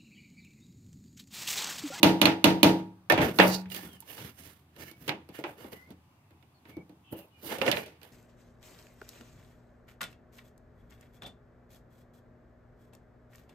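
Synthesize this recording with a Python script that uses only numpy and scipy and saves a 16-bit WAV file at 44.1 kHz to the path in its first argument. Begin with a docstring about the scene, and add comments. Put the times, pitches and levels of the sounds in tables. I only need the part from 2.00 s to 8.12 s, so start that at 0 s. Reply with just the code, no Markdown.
"""Quiet workshop, two close microphone ports; the right one faces the work and hears more treble.
First a hammer taps a screwdriver wedged against a stud on a steel panel: ringing modes, cracks, dense noise.
Near 1.4 s the hammer head is laid flat on the panel, a contact with a long low boom, among tool and block knocks.
Then hands slide a wooden block and work the tool loose: uneven noise for rubbing, pitched pings for knocks.
Under it all lie shaped noise for still air, narrow noise for a distant machine, and hiss; thin tones glide past."""
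import sys
import numpy as np
from scipy import signal
from scipy.io import wavfile
from scipy.ndimage import uniform_filter1d

SR = 44100
rng = np.random.default_rng(int(sys.argv[2]) if len(sys.argv) > 2 else 0)


def unload_audio(sound):
    """Save the sound as a 16-bit wav file, at the path given as the first command line argument."""
    columns = np.transpose(np.atleast_2d(sound))
    # keep every value between -1 and 1, then stretch to whole-number steps
    steps = np.round(np.clip(columns, -1, 1) * 32767)
    wavfile.write(sys.argv[1], SR, steps.astype(np.int16))


N = 269857


def from_db(db):
    """Decibels to amplitude."""
    return 10 ** (np.asarray(db) / 20)


def rms_one(x):
    """Scale to rms 1 over all channels together."""
    return x / np.sqrt(np.mean(x ** 2) + 1e-20)


def at_hz(points, hz):
    """Read a (pitch, value) curve on a log pitch axis."""
    pitch_hz, value = np.array(points).T
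    return np.interp(np.log(hz), np.log(pitch_hz), value)


CONTACT_HZ = (130, 500, 2100, 8000)   # pitches of thud, body, clang, sizzle
RUB_HZ = (130, 550, 2300, 5200, 11000)   # pitches of thud, body, clang, crunch, sizzle


def blend(hz, *levels_db, places=CONTACT_HZ):
    """Levels placed at a few pitches and joined on a log axis."""
    weights = np.eye(len(places))
    return sum(level_db * np.interp(np.log(hz), np.log(places), weight)
               for level_db, weight in zip(levels_db, weights))


def drift(rate_hz):
    """Slow chance with spread 1: noise through two equal low-pass poles, drawn every 40 samples."""
    r = np.exp(-2 * np.pi * rate_hz * 40 / SR)
    slow = signal.lfilter([1], [1, -2 * r, r * r], rng.standard_normal(N // 40 + 2002))
    slow = rms_one(slow[2000:])   # drop the filter's start
    return np.interp(np.arange(N) / 40, np.arange(len(slow)), slow)


def resonate(x, hz, width_hz):
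    """A two-pole resonance, like a body answering noise at one pitch."""
    r = np.exp(-np.pi * width_hz / SR)
    numerator = np.array([1, 0, -1]) * (1 - r * r) / 2
    return signal.lfilter(numerator, [1, -2 * r * np.cos(2 * np.pi * hz / SR), r * r], x)


def add(track, start_s, piece):
    """Lay a stereo piece into the track, trimmed at both ends."""
    at = round(start_s * SR)
    piece = piece[:, max(-at, 0):N - at]
    track[:, max(at, 0):max(at, 0) + piece.shape[1]] += piece


# dB between the ports for each unit of lean: pitch_hz, db_per_lean (negative lean favours the right)
SHADOW = [(100, -0.4), (300, 0), (1000, 0.6), (3000, 5.5), (8000, 3), (14000, 5)]


def sides(db, lean, hz):
    """Left and right gain; the port that faces away loses mostly treble."""
    half_db = 0.5 * lean * at_hz(SHADOW, hz)
    return from_db([db + half_db, db - half_db])


# how alike the two ports hear a sound: pitch_hz, likeness (1 = same, 0 = unrelated, -1 = opposite)
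LIKENESS = [(60, 0.87), (130, 1), (290, 0.93), (640, 0.65), (1410, -0.04), (3100, -0.07), (6820, -0.43),
            (15000, 0.04)]
EDGES_HZ = 25 * 2 ** np.arange(0, 9.7, 0.4)


def bands(noise):
    """Stereo bands of rms 1, alike in the bass; neighbours use unrelated noise."""
    for k, (low, high) in enumerate(zip(EDGES_HZ, EDGES_HZ[1:])):
        band_pass = signal.butter(2, [low, high], "band", fs=SR, output="sos")
        mid, side = signal.sosfilt(band_pass, noise[k % 2])
        hz = np.sqrt(low * high)
        alike = at_hz(LIKENESS, hz)
        yield hz, rms_one(np.sqrt(1 + alike) * mid + np.sqrt(1 - alike) * side * [[1], [-1]])


def self_noise():
    """The microphone's own faint treble hiss: high-passed noise, unrelated in the two ports."""
    high_pass = signal.butter(2, 8000, "high", fs=SR, output="sos")
    return from_db(-76) * signal.sosfilt(high_pass, rng.standard_normal((2, N)))


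# distant machine: pitch_hz, level_db (rms), width_hz
HUM = [(83.4, -66.5, 1.6), (142, -75, 9.1)]


def hum():
    """Distant machine: noise in narrow resonances gives low tones that waver, equal in both ports."""
    out = np.zeros(N)
    for hz, level_db, width_hz in HUM:
        out += from_db(level_db) * rms_one(resonate(rng.standard_normal(N), hz, width_hz))
    return out


# spectrum of the still workshop air: pitch_hz, level_db (per Hz, relative)
AIR = [(15, -53), (25, -18.5), (78, -12.5), (138, -4), (163, -15), (313, -14), (410, -29.5), (902, -20),
       (2330, -35.5), (2530, -24), (2750, -31), (4360, -37), (16500, -54.5)]
AIR_DB = -63.5   # rms of the whole


def still_air():
    """Still air of the workshop: bands of noise that each waver slowly in level."""
    air = np.zeros((2, N))
    for hz, band in bands(rng.standard_normal((2, 2, N))):
        level_db = at_hz(AIR, hz) + 1.1 * drift(2.5)
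        air += from_db(level_db) * np.sqrt(hz) * band   # band width grows with pitch
    return from_db(AIR_DB) * rms_one(air)


# faint thin tones: start_s, length_s, start_hz, end_hz, level_db (rms before the fades), width_hz
TONES = [(1.8, 0.22, 3600, 2880, -61, 74), (3.7, 0.22, 1900, 2140, -58, 72),
         (3.955, .55, 3000, 2450, -83.5, 40), (4.535, 0.062, 4500, 4250, -70.5, 150),
         (2.756, 0.27, 2300, 2220, -63.5, 71), (4.678, 0.167, 2250, 2260, -59, 62),
         (5.03, 0.12, 2700, 2600, -68.5, 69), (5.027, .25, 3200, 2600, -59.5, 400),
         (5.292, 0.13, 2910, 2910, -70, 53), (5.32, 0.109, 2420, 2380, -69, 41)]


def thin_tones():
    """Thin gliding tones, roughened by narrow noise."""
    out = np.zeros((2, N))
    for start_s, length_s, start_hz, end_hz, level_db, width_hz in TONES:
        count = int(length_s * SR)
        phase = 2 * np.pi * np.cumsum(np.linspace(start_hz, end_hz, count)) / SR
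        r = np.exp(-np.pi * width_hz / SR)
        a, b = signal.lfilter([1], [1, -2 * r, r * r], rng.standard_normal((2, 2, count)))
        tone = rms_one(a * np.cos(phase) + b * np.sin(phase))
        add(out, start_s, from_db(level_db) * np.hanning(count) ** 0.5 * tone)
    return out


# skin and wood sliding: start_s, rise_s, hold_s, fall_s,
# then thud_db, body_db, clang_db, crunch_db, sizzle_db, singing_db
RUB = [(1.187, 0.036, 0.027, 0.081, -33, -34, -26.5, -42.5, -48, -44.5),
       (1.352, 0.087, 0.059, 0.053, -36.5, -35, -53, -40.5, -42, -56.5),
       (1.451, 0.063, 0.025, 0.057, -37.5, -56, -54.5, -43.5, -45.5, -53),
       (1.701, 0.016, 0.053, 0.14, -50, -55.5, -45.5, -51.5, -50, -52.5),
       (1.831, .02, 0.11, 0.033, -61, -61.5, -58, -67, -65, -66.5),
       (2.064, 0.036, 0.085, 0.041, -59, -52.5, -46, -54, -53, -57),
       (2.173, .02, 0.076, 0.07, -48, -53.5, -45, -54, -57, -63),
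       (2.299, 0.11, 0.097, 0.075, -56, -61, -51.5, -58.5, -59, -66.5),
       (2.753, 0.035, 0.092, 0.06, -53, -57, -50.5, -59.5, -61.5, -58.5),
       (2.967, 0.11, 0.011, .02, -49, -59.5, -53, -58.5, -63, -75),
       (3.319, .035, 0.048, 0.049, -61, -61, -44.5, -63.5, -62, -56),
       (3.445, 0.016, 0.049, 0.061, -53, -50, -54, -64, -65.5, -74),
       (3.568, 0.018, 0.09, 0.068, -55, -54, -54.5, -70, -66, -61),
       (3.688, 0.033, 0.025, 0.13, -54, -55, -55.5, -64, -67, -63.5),
       (3.862, .035, 0.014, 0.06, -54, -54.5, -62.5, -69, -79, -79),
       (4.644, 0.048, 0.013, .04, -60.5, -59, -53, -71, -69.5, -74),
       (5.115, 0.0095, 0.0057, 0.017, -36, -42, -68, -76, -49.5, -74),
       (5.151, 0.024, 0.019, 0.054, -49, -61, -56, -68, -59, -70),
       (5.417, 0.043, 0.044, 0.061, -53, -43.5, -50, -46.5, -52, -67),
       (5.461, 0.065, 0.019, .08, -47, -33.5, -33, -46.5, -51, -45),
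       (5.61, 0.0068, 0.01, 0.023, -36, -31, -52, -59, -48.5, -49),
       (5.641, .02, 0.031, 0.11, -42, -26, -40.5, -48, -58, -45.5),
       (5.702, 0.0099, 0.061, 0.09, -53, -36, -50.5, -52.5, -57, -54),
       (5.997, 0.046, 0.023, 0.11, -75.5, -59, -56.5, -68.5, -71, -69)]
RUB_EDGE_DB = -16   # rise and fall times are counted to this level


def pressure():
    """Six levels in dB over time: every stroke rises, holds and falls away; the loudest one rules."""
    t = np.arange(N) / SR
    levels = np.full((6, N), -140.0)
    for start_s, rise_s, hold_s, fall_s, *levels_db in RUB:
        before = 1 - (t - start_s) / rise_s
        after = (t - start_s - rise_s - hold_s) / fall_s
        shape_db = RUB_EDGE_DB * np.maximum(np.maximum(before, after), 0)
        levels = np.maximum(levels, np.array(levels_db)[:, None] + shape_db)
    return uniform_filter1d(levels, size=200, axis=1)


# colour of the rubbing: pitch_hz, level_db (per band)
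RUB_COLOUR = [(60, -19.5), (130, -9), (400, -5.5), (1000, -13), (2400, -15.5), (5200, -8), (8000, -14),
              (11000, 1), (16000, -2)]
# tool and block resonances under friction: pitch_hz, width_hz, level_db (relative)
RUB_PEAKS = [(396, 70, -5.5), (620, 89, -9.5), (1430, 70, -5.5), (1775, 77, -2.5), (2130, 81, -9.5),
             (2890, 120, -3.5), (4000, 170, -9.5), (4500, 550, -2.5)]
RUB_LEAN = -2.5


def rubbing():
    """Dense uneven micro-slips; all bands catch and let go together, and the tool's resonances sing along."""
    *colour, singing_db = pressure()
    clang_db = colour[2]
    slip_db = 2.4 * np.minimum(rng.exponential(1, N), 4)
    slips = rng.standard_normal((2, 2, N)) * from_db(slip_db)
    catch_db = 1.8 * drift(59) + 1.5 * drift(18)
    out = np.zeros((2, N))
    for hz, band in bands(slips):
        level_db = blend(hz, *colour, places=RUB_HZ) + at_hz(RUB_COLOUR, hz)
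        level_db = level_db + catch_db + 2.1 * drift(3.9)
        out += band * from_db(level_db) * sides(0, RUB_LEAN, hz)[:, None]
    for hz, width_hz, peak_db in RUB_PEAKS:
        level_db = blend(hz, *colour, places=RUB_HZ) - clang_db + singing_db + peak_db
        level_db = level_db + catch_db + 3.8 * drift(4.6)
        singing = rms_one(resonate(slips[0], hz, width_hz))
        out += singing * from_db(level_db) * sides(0, RUB_LEAN, hz)[:, None]
    return out


def ringing(hz, t60_s, turn):
    """A dying sine that builds over a few cycles; the two ports meet it at different phases."""
    t = np.arange(int(1.5 * t60_s * SR) + 2) / SR
    fade = np.exp(-np.log(1000) * t / t60_s)
    cycles = hz * t
    swell = 1 - np.exp(-cycles / 3.5)
    lag = 0.5 * np.arccos(at_hz(LIKENESS, hz)) * turn
    return fade * swell * np.sin(2 * np.pi * cycles + np.array([[lag], [-lag]]))


def struck(contacts, modes, tone_db, scatter_db):
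    """Each contact sets every mode ringing; a hand or block on the steel shortens the ring."""
    out = np.zeros((2, N))
    for start_s, strength_db, *colour, share, lean in contacts:
        for hz, mode_db, t60_s in modes:
            luck, turn = rng.standard_normal(2)
            level_db = strength_db + blend(hz, *colour) + tone_db + mode_db + scatter_db * luck
            add(out, start_s, sides(level_db, lean, hz)[:, None] * ringing(hz, t60_s * share, turn))
    return out


# dense ringing at full ring time: pitch_hz, t60_s
TAIL_T60 = [(80, 0.21), (210, 0.5), (560, 0.34), (1470, 0.31), (3880, 0.28), (10200, 0.2)]
# dense ringing: pitch_hz, level_db (per band, relative to the contact)
TAIL = [(60, -15), (150, -8.5), (300, -12), (700, -8.5), (1300, -15), (2600, -8), (5000, -12.5),
        (8000, -20), (11000, -13.5), (16000, -18.5)]
# first crack: pitch_hz, level_db (per band, relative to the contact)
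CRACK = [(60, -34.5), (300, 0.5), (1000, -9), (2800, -6), (5000, -4.5), (8000, -14.5), (11000, 3),
         (16000, -9)]
CRACK_T60_S, SWELL_S = 0.018, 0.0039   # both lengthen in the bass
ROOM_DB, ROOM_T60_S = -20.5, 0.45   # room relative to the dense ringing


def contact(row, hz):
    """Stereo envelope of one contact in one band: crack, dense tail, faint room; lows start later."""
    _, strength_db, *colour, share, lean = row
    level_db = strength_db + blend(hz, *colour)
    t = np.arange(SR // 2) / SR
    steel = from_db(-60 * t / (at_hz(TAIL_T60, hz) * share))
    room = from_db(ROOM_DB - 60 * t / ROOM_T60_S)
    tail = (steel + room) * (1 - np.exp(-t / (SWELL_S + 0.5 / hz)))
    crack = from_db(-60 * t / (CRACK_T60_S + 0.5 / hz)) * (1 - np.exp(-t / (0.0001 + 0.5 / hz)))
    tail_gain = sides(level_db + at_hz(TAIL, hz), 0.067 * lean, hz)   # the tail arrives from all round
    crack_gain = sides(level_db + at_hz(CRACK, hz), lean, hz)
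    return tail_gain[:, None] * tail + crack_gain[:, None] * crack


def clatter(contacts, same_spot):
    """Dense noise-like ringing; contacts on the same spot repeat one noise pattern."""
    out = np.zeros((2, N))
    rattle_db = 1.1 * drift(55)   # loose parts buzz while the steel rings
    for hz, band in bands(rng.standard_normal((2, 2, N))):
        rough = band * from_db(rattle_db + 1.5 * drift(25))
        envelope = np.zeros((2, N))
        for row in contacts:
            shape = contact(row, hz)
            if same_spot:
                add(out, row[0], shape * rough[:, SR:SR + shape.shape[1]])
            else:
                add(envelope, row[0], shape)
        out += envelope * rough
    return out


def pings(knocks, t60_s):
    """A loose piece rings at its own pitch, for a time given with each knock."""
    out = np.zeros((2, N))
    for (start_s, strength_db, *_, lean, hz, ping_db), ring_s in zip(knocks, t60_s):
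        gain = sides(strength_db + ping_db, lean, hz)
        add(out, start_s, gain[:, None] * ringing(hz, ring_s, rng.standard_normal()))
    return out


# the panel's modes, ringing freely: pitch_hz, level_db (relative), t60_s
PANEL = [(107.4, -17, 0.84), (155.8, -12, 0.45), (183.8, -4, .63), (275.8, -3.5, 0.38), (301.5, 5.5, 0.23),
         (310.6, -1.5, 0.36), (326, 1.5, 0.44), (419, -12, 0.46), (540, -15, 0.15), (570, -7.5, 0.066),
         (637, -19, 0.15), (775, -14, 0.37), (843.5, -11, 0.46), (914, -11, 0.13), (937.5, -11.5, 0.47),
         (1247, -23, 0.24), (1410, -20.5, 0.35), (1470, -21.5, 0.21), (1650, -17.5, 0.04),
         (1767, -20, 0.029), (1630, -21.5, 0.057), (2078, -23.5, 0.06), (2505, -17, 0.1),
         (2920, -20, 0.054), (2700, -18, 0.16), (2890, -19, 0.2), (3660, -21, 0.043), (3950, -23.5, 0.052),
         (4130, -19.5, 0.13)]
# tools and block touching the panel: start_s, strength_db, then relative to it thud_db, body_db, clang_db,
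# sizzle_db, then share (of the free ring time), lean (negative to the right), ping_hz, ping_db (relative)
KNOCKS = [(1.099,-8,-32.5,-8,-6,-23,0.69,-3.5,1798,-3.5), (1.121,-12.5,-10,-18,-19,-23,0.7,-6,733,-0.5),
          (1.177,-8.5,-15.5,-13.5,-14.5,-39,0.82,-4.5,607,-10), (1.206,-23,-26,-3,-14,-54,1,-7,263,5),
          (1.216,-12.5,-9,-20,-19,-28.5,.42,-4.5,192,9), (1.399,-13.5,-47,0,-4,-35,1,-8.5,911,-6),
          (1.657,-41.5,15,-36,-1.5,-27,0.19,-1,346,-9), (1.701,-38,-13,-35,-14,-12,.36,-4.5,242,-12),
          (1.718,-35.5,-22,-29,-10,-9,0.68,-2,2820,-2.5), (1.746,-27.5,-31,-23,-15,-10,0.36,-3.5,2770,-17),
          (1.764,-32,-20,-17,-14,-14,0.78,-4,357,-3), (1.832,-38.5,1.5,-11,-5,-45,0.5,-5,305,-8),
          (1.874,-47,-25,-28,-34,-9,0.42,-5,250,-15), (1.93,-40.5,-7,-22,-34,-10,.45,-2.5,247,-10),
          (2.004,-37,-36,-44,-39,-7.5,0.62,-3.5,251,-18), (2.023,-45,-14,-15,-10.5,-24,0.44,-4.5,904,1.5),
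          (2.179,-34.5,-30,-13.5,-4,-21.5,0.34,-1.5,372,-24), (2.763,-44.5,-17.5,-8,-13,-19.5,1,-7,368,-17),
          (2.913,-38.5,-29,-18,-19,-16,0.51,-5,327,0), (3.079,-22,-17.5,-13,-7.5,-16.5,0.61,-2.5,426,-2.5),
          (3.092,-22.5,-22,-13.5,-14,-41.5,0.82,-12,336,-22),
          (3.289,-38,-7.5,-7.5,-17,-20,0.42,-3.5,320,-9), (3.389,-26.5,-21,-4.5,-30,-36,0.3,-6,320,4),
          (3.439,-21,-37,-10.5,-10,-40,0.61,-4,345,0.5), (3.643,-31.5,-12.5,-10,-22,-42,0.44,-7,326,-1),
          (3.73,-38,-27,-19,-14,-28.5,0.6,-7,436,2), (3.905,-39,-5,-14.5,-21.5,-25,0.52,-6,304,-1),
          (4.307,-49,-7,-12.5,-14,-32,0.54,-6,316,-9), (4.426,-56,-10,-10.5,-10.5,-28,0.63,-9,325,-11.5),
          (4.653,-43.5,-13.5,-14.5,-8,-30,0.62,-2,318,-1.5),
          (4.694,-40.5,-14.5,-17,-21,-25,0.74,-4.5,300,-6),
          (4.768,-27.5,-13.5,-9.5,-40,-45.5,.45,-7.5,312,-1),
          (4.894,-44.5,-7.5,-9.5,-23,-25,0.67,-4.5,305,2.5),
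          (5.125,-29.5,-16,-5.5,-21,-28.5,0.52,-0.5,283,-12), (5.189,-41,-38.5,-10,-23,-17,1,-4.5,576,-2),
          (5.431,-38,-11.5,-7,-22,-15,0.97,4,365,-15), (5.584,-24.5,-11,-20.5,-16.5,-18,0.51,-0.5,547,-3),
          (5.615,-15.5,-35,-14,-10.5,-40,0.9,-8,537,-3), (5.665,-21,-21,-13.5,-28,-42,0.75,-13,425,-19),
          (5.679,-18,-13.5,-19,-2.5,-51,0.57,-8,563,7.5), (5.715,-18,-41,-56,-4,-11.5,0.26,-4,2940,-9),
          (5.726,-18.5,-32,-48,-10,-44,0.77,-7,583,-2.5), (5.77,-22,-34,-53,-16.5,-51,1,-10,593,-7),
          (5.861,-36,-22,-21,-22,-14.5,0.87,-2,617,-4.5), (6.015,-45.5,-20.5,-12,-12.5,-21,0.46,-5,312,-5),
          (6.031,-39,-36,-29.5,-17,-16,0.28,-5.5,2870,-23)]
# the hammer head laid flat on the panel: same columns
HEAD_DROP = [(1.387, -1.8, -21.5, -14, -8.5, -28.5, .75, -3.5, 186, -16.5)]
KNOCK_PANEL_DB, DROP_PANEL_DB = -3.5, -0.5   # how strongly the panel's tones answer
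PING_T60_S, BOOM_T60_S = 0.11, 0.77   # ping at full share; boom of the hammer head


def knocks_and_head_drop():
    """Tool, block and hammer head touch the panel and ring; a firmer grip shortens the tool's ping."""
    knocks = [row[:-2] for row in KNOCKS]
    drop = [row[:-2] for row in HEAD_DROP]
    steel = struck(knocks, PANEL, KNOCK_PANEL_DB, scatter_db=2.5)
    steel += struck(drop, PANEL, DROP_PANEL_DB, scatter_db=2.5)
    ping = pings(KNOCKS, [PING_T60_S * row[6] for row in KNOCKS])
    boom = pings(HEAD_DROP, [BOOM_T60_S])
    return steel + ping + boom + clatter(knocks + drop, same_spot=False)


# the screwdriver's modes: pitch_hz, level_db (relative), t60_s (at full share)
SHAFT = [(2372, -3.5, 0.035), (2870, 3, 0.012), (3580, -2.5, 0.0069), (4270, -1, 0.02)]
# hammer blows: start_s (the first begins before time zero), strength_db,
# then relative to it thud_db, body_db, clang_db, sizzle_db, then share (of the free ring time)
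BLOWS = [(-0.15, -5, -21, -15.5, -22, -20, 0.99), (0.03, 1, -20.5, -14, -16.5, -17.5, 1),
         (0.215, 0, -23.5, -17.5, -17.5, -21, 0.72), (0.255, -5.5, -22.5, -13, -9.5, -19.5, .8),
         (0.442, 1, -21, -15, -16.5, -19, 0.94), (0.63, 0, -18, -11.5, -16, -15.5, 0.95)]
BLOW_LEAN = -4.5   # toward the right port


def hammer_blows():
    """The hammer drives panel and screwdriver modes, always on the same spot, so its pattern repeats."""
    blows = [(*row, BLOW_LEAN) for row in BLOWS]
    steel = struck(blows, PANEL, tone_db=1, scatter_db=0.23)
    screwdriver = struck(blows, SHAFT, tone_db=3.5, scatter_db=3.5)
    return steel + screwdriver + clatter(blows, same_spot=True)


def scene():
    """The workshop from its background forward to the hammer."""
    background = self_noise() + hum() + still_air() + thin_tones()
    return background + rubbing() + knocks_and_head_drop() + hammer_blows()


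LIMIT_DB, SQUEEZE = -3, 0.19   # threshold; share of the excess taken off
RELEASE_DB_S, ATTACK_S = 64, 0.006   # fall of the held excess; smoothing of the gain


def record(dry):
    """Bass cut, gain control that ducks after loud blows and recovers steadily, rounded peaks, top cut."""
    x = signal.sosfilt(signal.butter(3, 70, "high", fs=SR, output="sos"), dry)
    ramp_db = RELEASE_DB_S * np.arange(N) / SR
    over_db = np.maximum(20 * np.log10(np.abs(x).max(axis=0) + 1e-9) - LIMIT_DB, 0)
    held_db = np.maximum(np.maximum.accumulate(over_db + ramp_db) - ramp_db, 0)
    r = np.exp(-1 / (ATTACK_S * SR))
    smooth_db = signal.lfilter([1 - r], [1, -r], held_db)
    x = x * from_db(-SQUEEZE * smooth_db)
    rounded = 1.033 * np.tanh(x / 1.051)
    return signal.sosfilt(signal.cheby2(16, 100, 16900, fs=SR, output="sos"), rounded)


dry = scene()
out = record(dry)
unload_audio(out)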